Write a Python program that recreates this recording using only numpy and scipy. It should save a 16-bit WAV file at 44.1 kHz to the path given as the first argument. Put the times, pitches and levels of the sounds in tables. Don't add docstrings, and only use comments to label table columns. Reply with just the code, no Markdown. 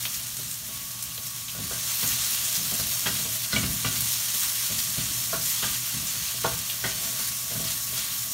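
import sys
import numpy as np
from scipy import signal
from scipy.fft import rfft, irfft
from scipy.io import wavfile
from scipy.ndimage import uniform_filter1d

SR = 44100
rng = np.random.default_rng(int(sys.argv[2]) if len(sys.argv) > 2 else 0)


def ratio(d):
    e = np.asarray(d, float) / 20
    return 10 ** e


def bounce(signal):
    frames = np.transpose(np.atleast_2d(signal))
    limited = np.clip(frames, -1, 1)
    pcm = np.round(limited * 32767).astype(np.int16)
    wavfile.write(sys.argv[1], SR, pcm)


N = 367353

# frequency in Hz, density in dB per Hz.
AIR_SPECTRUM = [(12, -57), (25, -26), (55, -10), (85, -9), (118, 0), (230, -3), (330, -18.5), (450, -51),
                (640, -10), (810, -32), (1050, -14.5), (2500, -32), (5500, -90)]
# frequency in Hz, level in dB.
HUM = [(119.4, -51.5), (527.6, -72.5), (882.9, -68), (1238, -64.5), (1297, -81), (1653, -65)]
# time in seconds, level in dB.
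WHINE = [
    (.66, -68),
    (.71, -55),
    (1.5, -57),
    (2.1, -54),
    (2.7, -60),
    (4.0, -57),
    (7.0, -56),
    (7.15, -53),
    (8.33, -55),
]
# frequency in Hz, level in dB, decay time t60 in seconds.
PAN_MODES = [(46.3, -22, 1), (66, 0, 0.096), (82.3, -33, 1), (110.9, 0, 0.59), (120.95, -2.5, 0.85),
             (160.5, 1, 0.9), (192.3, -2, 0.59), (214.5, -6, 0.62), (257.4, -6.5, 0.4), (385, 2.5, 0.33),
             (475.5, 6, 0.064), (595, 4.5, 0.18), (662, 4.5, 0.46), (735, -14, 0.17), (915, -16, 0.14),
             (1090, -6, 0.059), (1170, -4, 0.63), (1430, -11, 0.51), (1467, 4, 0.29), (1577, -1.5, 0.51),
             (1890, 1.5, 0.05), (1984, 2.5, 0.26), (1990, -26.5, 0.41), (2185, -17, 0.23), (2296, 0, 0.15),
             (2740, -2.5, 0.045), (2920, -11, 0.055), (3160, -1, 0.047), (3262, 3, 0.18), (3730, -11, 0.16)]
PART_EDGES_HZ = [300, 800, 1700]
# time in seconds, level in dB.
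PRESSURE = [(0, -58), (1.55, -61), (1.72, -51.5), (2.74, -48), (4.08, -51), (4.34, -53), (4.9, -51),
            (5.24, -48.5), (5.4, -52), (5.7, -55), (5.98, -50.5), (6.38, -58), (6.77, -49), (7.07, -42),
            (7.28, -54), (7.66, -49), (7.79, -52.5), (8.33, -56)]
# start in seconds, blow in dB, grate thud in dB, favoured pitch in Hz.
BLOWS = [(0.054, -46.5, -65, 3370), (1.548, -44.5, -43, 2000), (1.709, -39.5, -61, 1530),
         (2.028, -36.5, -38, 3080), (2.791, -41.5, -38.5, 1800), (3.059, -30, -35, 3200),
         (3.53, -35.5, -29.5, 1480), (3.561, -31.5, -29, 2920), (3.63, -39, -39, 2920),
         (3.845, -34.5, -31, 2750), (5.33, -32.5, -39.5, 1350), (5.627, -32.5, -37, 3730),
         (6.149, -50, -45, 1130), (6.442, -27.5, -34.5, 1320), (6.84, -31, -38.5, 1920),
         (7.039, -49, -42, 2790), (7.19, -46, -46, 1500), (7.551, -44, -36, 2830)]
# start in seconds, belly level in dB, grate thud in dB.
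BUMPS = [(0.387, -46, -45.5), (0.684, -46.5, -48), (1.177, -47, -56), (1.587, -42, -37.5),
         (2.574, -49, -39.5), (2.642, -48, -46), (2.716, -37, -38.5), (3.19, -44, -42), (3.251, -41, -41.5),
         (4.337, -48, -47.5), (4.698, -40.5, -38.5), (4.972, -41, -34), (5.937, -51, -36.5),
         (6.024, -50, -51), (6.341, -46, -51), (7.509, -38, -47), (7.596, -36.5, -44), (7.924, -45, -49),
         (7.966, -47, -47)]
# start in seconds, three pitches in Hz, level in dB.
RINGS = [(3.059, 1614, 1910, 3224, -37), (3.529, 1442, 2020, 4150, -34), (3.562, 2300, 2257, 2920, -30.5),
         (3.63, 2185, 2300, 2850, -41.5), (3.845, 1168, 1430, 2770, -36.5), (5.328, 662, 1098, 1395, -36),
         (5.622, 1200, 3190, 3730, -40), (6.442, 915, 1094, 1410, -31), (6.695, 2860, 3300, 3620, -42),
         (6.840, 1520, 1870, 2040, -35), (6.846, 2180, 3260, 3330, -42.5), (6.443, 481, 662, 800, -34),
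         (3.846, 1980, 2330, 2900, -41), (5.640, 1206, 3300, 1590, -39)]
# time in seconds, fizz in dB, bubble fineness in dB.
FRYING = [(0.0, -34.5, 1), (0.16, -35, 1.5), (0.21, -37, -0.2), (0.56, -37, 1.5), (0.6, -38.5, 0.9),
          (1.55, -38, 0.3), (2.06, -29.5, 0.1), (3.5, -33, 0.1), (3.55, -31, -2.5), (3.69, -34, -0.8),
          (4.13, -29, 0.3), (4.22, -32.5, -0.8), (4.38, -30, 1), (5.26, -32.5, 0.7), (5.36, -31.5, 0.4),
          (6.89, -34, -1), (7.01, -34, 0.6), (8.33, -34, 1.3)]
# peak time in seconds, flare in dB, added fineness in dB.
FLARES = [(1.72, 2, -1), (2.55, 1.8, 0.5), (3.14, 1.5, -1.3), (4.44, 1.5, -.6), (1.87, 0.5, -1),
          (4.25, 0.3, 1.2), (3.74, .6, 1), (4.8, 1, 0), (5.0, 0.3, -0.7), (5.5, 2.9, 1.3),
          (5.69, 1.5, -1.2), (6.7, 0.1, 1.5), (7.06, 2.9, -0.5), (7.27, 2.5, -0.3), (7.68, 2.5, -2),
          (8.01, 1.8, -2.3)]
# start in seconds, peak in dB, centre in Hz.
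SPITS = [(0.0542, -13, 3200), (0.1446, -18, 5470), (0.3696, -17, 8050), (0.5136, -16, 7900),
         (0.5414, -19, 7170), (0.9133, -26, 8120), (1.026, -14, 10500), (1.1793, -22, 3600),
         (1.269, -18, 6910), (1.483, -20, 3170), (1.699, -21, 7020), (1.9046, -16, 6770),
         (2.0767, -10.5, 7200), (2.2193, -16, 5270), (2.5546, -13.5, 5670), (2.74, -13, 8470),
         (3.058, -18, 3230), (3.5262, -13, 4160), (3.6611, -23, 6760), (3.8743, -17, 4580),
         (4.0073, -9, 11600), (4.122, -21, 5600), (4.79, -14, 4800), (5.8436, -26, 6220),
         (6.0702, -14.5, 7190), (6.7, -20, 3400), (7.2754, -16, 12400), (7.67, -18, 4200),
         (7.9079, -24, 11400), (7.9788, -12.5, 5700)]
# time in seconds, low edge in Hz.
SIDE_BANDS = [(1.514, 7570), (1.514, 12400), (1.514, 4230), (1.888, 5680), (1.888, 13780), (2.214, 8180),
              (2.816, 4230), (2.816, 8180), (2.935, 9640), (4.21, 8260), (4.21, 6280), (4.21, 14460),
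              (5.188, 5140), (5.278, 12400), (5.418, 4650), (5.436, 6240), (5.436, 7600), (5.436, 9000),
              (5.436, 10400), (5.882, 6240), (6.092, 14460), (6.092, 5680), (6.092, 8260), (7.067, 6280),
              (8.181, 7570), (8.248, 10330), (8.318, 13900), (8.32, 6880)]
# frequency in Hz, density in dB per Hz.
FIZZ_SPECTRUM = [(300, -45), (800, -15), (1050, -9), (1700, -8.5), (2600, -4.5), (4200, 0), (6700, 2.5),
                 (8000, 0.5), (11500, 0), (15700, -1.5)]
# frequency in Hz, width in Hz, depth in dB.
BOWL_DIPS = [(4927, 98, -12), (7670, 450, -1.5), (10450, 440, -4.5)]


def evened(x):
    return x / np.sqrt(np.mean(x ** 2) + 1e-20)


def read(points, hz):
    f, value = np.transpose(points)
    return np.interp(np.log(hz + 1), np.log(f + 1), value)


def follow(rows, t):
    s, *columns = np.transpose(rows)
    return [np.interp(t, s, c) for c in columns]


def add(mix, s, sound):
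    part = mix[max(round(s * SR), 0):][:len(sound)]
    part += sound[:len(part)]


def resonate(x, hz, width_hz):
    r = np.exp(-np.pi * width_hz / SR)
    poles = [2, -4 * r * np.cos(2 * np.pi * hz / SR), 2 * r * r]
    return signal.lfilter([1 - r * r, 0, r * r - 1], poles, x)


def drift(shape, frames, bins):
    field = uniform_filter1d(rng.standard_normal(shape), max(round(frames), 1), 0)
    return evened(uniform_filter1d(field, max(round(bins), 1), 1))


def clicks(per_s, spread_db):
    chance, sign, size = rng.random(N), rng.choice([-1., 1.], N), rng.exponential(1, N)
    return evened(sign * ratio(spread_db * np.minimum(size, 5)) * (chance < per_s / SR))


def kitchen(x, t60, wet_db):
    t = np.arange(SR // 2) / SR
    tail = rng.standard_normal(len(t)) * ratio(-60 * t / t60) * (t > .003)
    return x + ratio(wet_db) * signal.oaconvolve(x, tail / np.linalg.norm(tail))[:N]


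def air():
    level_db = -50.5 - 2.5
    z = rfft(rng.standard_normal(N))
    return ratio(level_db) * evened(irfft(z * ratio(read(AIR_SPECTRUM, np.fft.rfftfreq(N, 1 / SR))), N))


def compressor():
    t = np.arange(N) / SR
    wobble = np.interp(t, np.linspace(0, t[-1], 110), rng.standard_normal(110))
    waver_s, unsteady_db, whine_hz = .0008, 1.1, 1118
    hum = 0
    for k, (hz, db) in enumerate(HUM + [(whine_hz, follow(WHINE, t)[0])]):
        level = np.sqrt(2) * ratio(db + unsteady_db * np.roll(wobble, 9000 * k))
        hum = hum + level * np.sin(2 * np.pi * hz * t + waver_s * hz * wobble + k)
    return hum


def contacts():
    rows = []
    for s, db, thud_db, hz in BLOWS:
        height = np.log2(hz / 2000)
        rows.append((s, db - height, db, db + 8.5 * height, thud_db, hz))
    for s, db, thud_db in BUMPS:
        rows.append((s, db, db - 12, db - 1, thud_db, 3130))
    return rows


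def rocking(t):
    idle_db, rock_db, rock_s = -49.5, -3.5, 0.067
    power = ratio(idle_db) ** 2
    for s, _, _, _, thud_db, _ in contacts():
        since = np.maximum(t - s, 0) / rock_s
        power = power + (ratio(thud_db + rock_db) * since * np.exp(1 - since)) ** 2
    return np.sqrt(power)


def stirring():
    t, coarse_t = np.arange(N) / SR, np.arange(0, N + 200, 100) / SR
    scrape_db = follow(PRESSURE, t)[0]
    sway = np.interp(t, coarse_t, rocking(coarse_t))
    slips, bumps = clicks(per_s=1900, spread_db=2.5), clicks(per_s=2100, spread_db=6.0)
    scrape = ratio(14.5) * resonate(slips, 643, 26)
    rock = np.zeros(N)
    for hz, db, t60 in PAN_MODES:
        if hz > PART_EDGES_HZ[0]:
            scrape += ratio(db - 1.5 * abs(np.log2(hz / 660))) * resonate(slips, hz, 7 / t60)
        if hz < PART_EDGES_HZ[0]:
            rock += ratio(db) * resonate(resonate(bumps, hz, 8 / t60), hz, 57)
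    return ratio(scrape_db - 5.5) * evened(scrape) + ratio(-3.5) * sway * evened(rock)


def rings():
    out, t = np.zeros(N), np.arange(int(.3 * SR)) / SR
    t60 = 0.18
    for s, *hz, db in RINGS:
        bounce_hz, turn = rng.uniform(25, 61, (3, 1)), rng.random((3, 1))
        throb = 1 + .6 * np.cos(2 * np.pi * (bounce_hz * t - .2))
        tones = (throb * np.sin(2 * np.pi * (np.outer(hz, t) + turn))).sum(0)
        decay = ratio(db + 1.0 - 60 * np.maximum(t - .008, 0) / t60)
        add(out, s, decay * np.minimum(t / 0.002, 1) * tones)
    return out


def wood_crack(t, belly_db, wall_db, rim_db):
    after = np.maximum(t - .014, 0)
    chatter = (ratio(-60 * after / .11) + .2 * ratio(-60 * after / .35)) * np.minimum(t / .0015, 1)
    crack = np.zeros(len(t))
    for db, hz, width_hz in [(wall_db + 9, 1120, 970), (belly_db + 8.5, 410, 590), (rim_db + 1.5, 2800, 1800)]:
        wood = rng.standard_normal(len(t)) * chatter
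        crack += ratio(db) * resonate(resonate(wood, hz, width_hz), hz, width_hz)
    return crack


def knocks():
    out, t = np.zeros(N), np.arange(int(.4 * SR)) / SR
    hz, db, t60 = np.array(PAN_MODES).T[:, :, None]
    part = np.searchsorted(PART_EDGES_HZ, hz[:, 0])
    rise = 1 - np.exp(-t * hz / 0.7)
    after = np.maximum(t - .014, 0)
    choke = ratio(-60 * after / (0.8 * t60)) + 0.18 * ratio(-60 * after / (1.05 * t60))
    for s, belly_db, wall_db, rim_db, thud_db, favoured_hz in contacts():
        place_db, detune, turn, split = rng.standard_normal((4, len(PAN_MODES), 1))
        part_db = np.array([thud_db - 5.5, belly_db - 17.5, wall_db - 13, rim_db - 19.0])
        blow_db = part_db[part][:, None]
        octaves = abs(np.log2(hz / favoured_hz))
        favour_db = 5 * np.exp(-(octaves / 0.052) ** 2) - 6 * octaves * (hz > PART_EDGES_HZ[2])
        beat_hz = (14 + 4 * split) * (hz / 660) ** 0.52
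        beat = 1 + 0.17 * np.cos(2 * np.pi * (beat_hz * t - .15))
        tone = np.sin(2 * np.pi * (hz * (1 + 0.0078 * detune) * t + turn))
        level = ratio(blow_db + db + favour_db + 1.9 * place_db)
        sound = (level * tone * beat * rise * choke).sum(0) + wood_crack(t, belly_db, wall_db, rim_db)
        add(out, s - .001, sound * np.minimum((t[-1] - t) / 0.044, 1))
    return out


def crackle():
    fizz_db = follow(FRYING, np.arange(N) / SR)[0]
    t = np.arange(SR // 100) / SR
    snaps = signal.oaconvolve(abs(clicks(per_s=90, spread_db=3.5)), ratio(-60 * t / .004))[:N]
    return ratio(fizz_db - 13) * evened(resonate(snaps * rng.standard_normal(N), 9000, 9000))


def spits():
    out, t = np.zeros(N), np.arange(SR // 8) / SR
    pop = 2.2 * ratio(-60 * t / 0.003) + .7 * ratio(-60 * t / 0.016)
    echo = 0.29 * np.roll(pop, round(0.014 * SR))
    steam = ratio(-6 - 60 * t / 0.11) * np.minimum(t / 0.0029, 1)
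    shape = (pop + echo + steam) * np.minimum(t / .0004, 1)
    for s, db, hz in SPITS:
        noise = rng.standard_normal(len(t))
        hiss = 0.23 * hz / 7000 * np.diff(noise, prepend=0)
        puff = evened(resonate(noise, hz, 0.19 * hz + hz * hz / 25000) + hiss)
        add(out, s - .001, ratio(db - 10) * shape * puff)
    return out


def side_bands():
    out, hz = np.zeros(N), np.fft.rfftfreq(2048, 1 / SR)
    fade = signal.windows.kaiser_bessel_derived(2048, 4 * np.pi)
    for s, low_hz in SIDE_BANDS:
        high_hz = low_hz + min(.22 * low_hz, 1340)
        db = follow(FRYING, s)[0] - 9
        band = irfft(rfft(rng.standard_normal(2048)) * (hz > low_hz) * (hz < high_hz))
        add(out, s - 1024 / SR, ratio(db - 0.5) * evened(band) * fade)
    return np.array([out, -out])


def frying(t):
    flare_s = 0.078
    s, *columns = np.transpose(FLARES)
    swells = np.exp(-((np.asarray(t)[..., None] - s) / flare_s) ** 2)
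    return [slow + swells @ c for slow, c in zip(follow(FRYING, t), columns)]


def fizz_colour(hz):
    dips_db = sum(db * np.exp(-((hz - f) / w) ** 2) for f, w, db in BOWL_DIPS)
    colour = ratio(read(FIZZ_SPECTRUM, hz) + dips_db)
    return colour / np.sqrt(np.mean(colour ** 2 * (hz > 5200) * (hz < 10000)))


def sizzle():
    t = np.arange(SR // 20) / SR
    puff = ratio(-60 * t / 0.016) + 0.093 * ratio(-60 * t / 0.18)
    crowd = signal.oaconvolve(clicks(per_s=4600, spread_db=3.0) ** 2, puff)[:N]
    hz, times, z = signal.stft(evened(np.sqrt(abs(crowd)) * rng.standard_normal(N)), SR, nperseg=256)
    fizz_db, fine_db = frying(times)
    wander_db = 0.66 * drift((len(times), 2), frames=37, bins=1).T
    large, mist = np.clip((5200 - hz) / 800, 0, 1), np.clip((hz - 9600) / 1600, 0, 1)
    shares_db = np.outer(large, -1.07 * fine_db + wander_db[0])
    shares_db += np.outer(mist, 0.72 * fine_db + wander_db[1])
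    patches_db = 0.74 * drift(z.T.shape, frames=14, bins=6).T
    flares_db = 0.33 * drift(z.T.shape, frames=9, bins=85).T
    flares_db += 0.41 * drift(z.T.shape, frames=16, bins=143).T
    level = ratio(fizz_db - 0.89 + shares_db + patches_db + flares_db)
    return signal.istft(z * fizz_colour(hz)[:, None] * level, SR, nperseg=256)[1][:N]


def in_pan(fizz):
    upper = [mode for mode in PAN_MODES if mode[0] > PART_EDGES_HZ[1]]
    return fizz + sum(ratio(db - 11) * resonate(fizz, hz, 8 / t60) for hz, db, t60 in upper)


def scene():
    background = air() + compressor() + stirring()
    near = kitchen(rings() + knocks() + crackle() + spits(), t60=.42, wet_db=-10)
    fry = kitchen(in_pan(sizzle()), t60=0.086, wet_db=-10.0)
    return np.tile(background + near + fry, (2, 1))


def low_pass(x):
    return signal.sosfilt(signal.butter(12, 17040, fs=SR, output="sos"), x)


def record(dry):
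    bass_cut = signal.butter(2, 40, "high", fs=SR, output="sos")
    mix = signal.sosfilt(bass_cut, dry) + side_bands()
    top_cut = signal.firwin(1501, 15760, window=("kaiser", 11), fs=SR)
    mix = signal.oaconvolve(mix, top_cut[None], "same")
    return low_pass(mix)


dry = scene()
out = record(dry)
bounce(out)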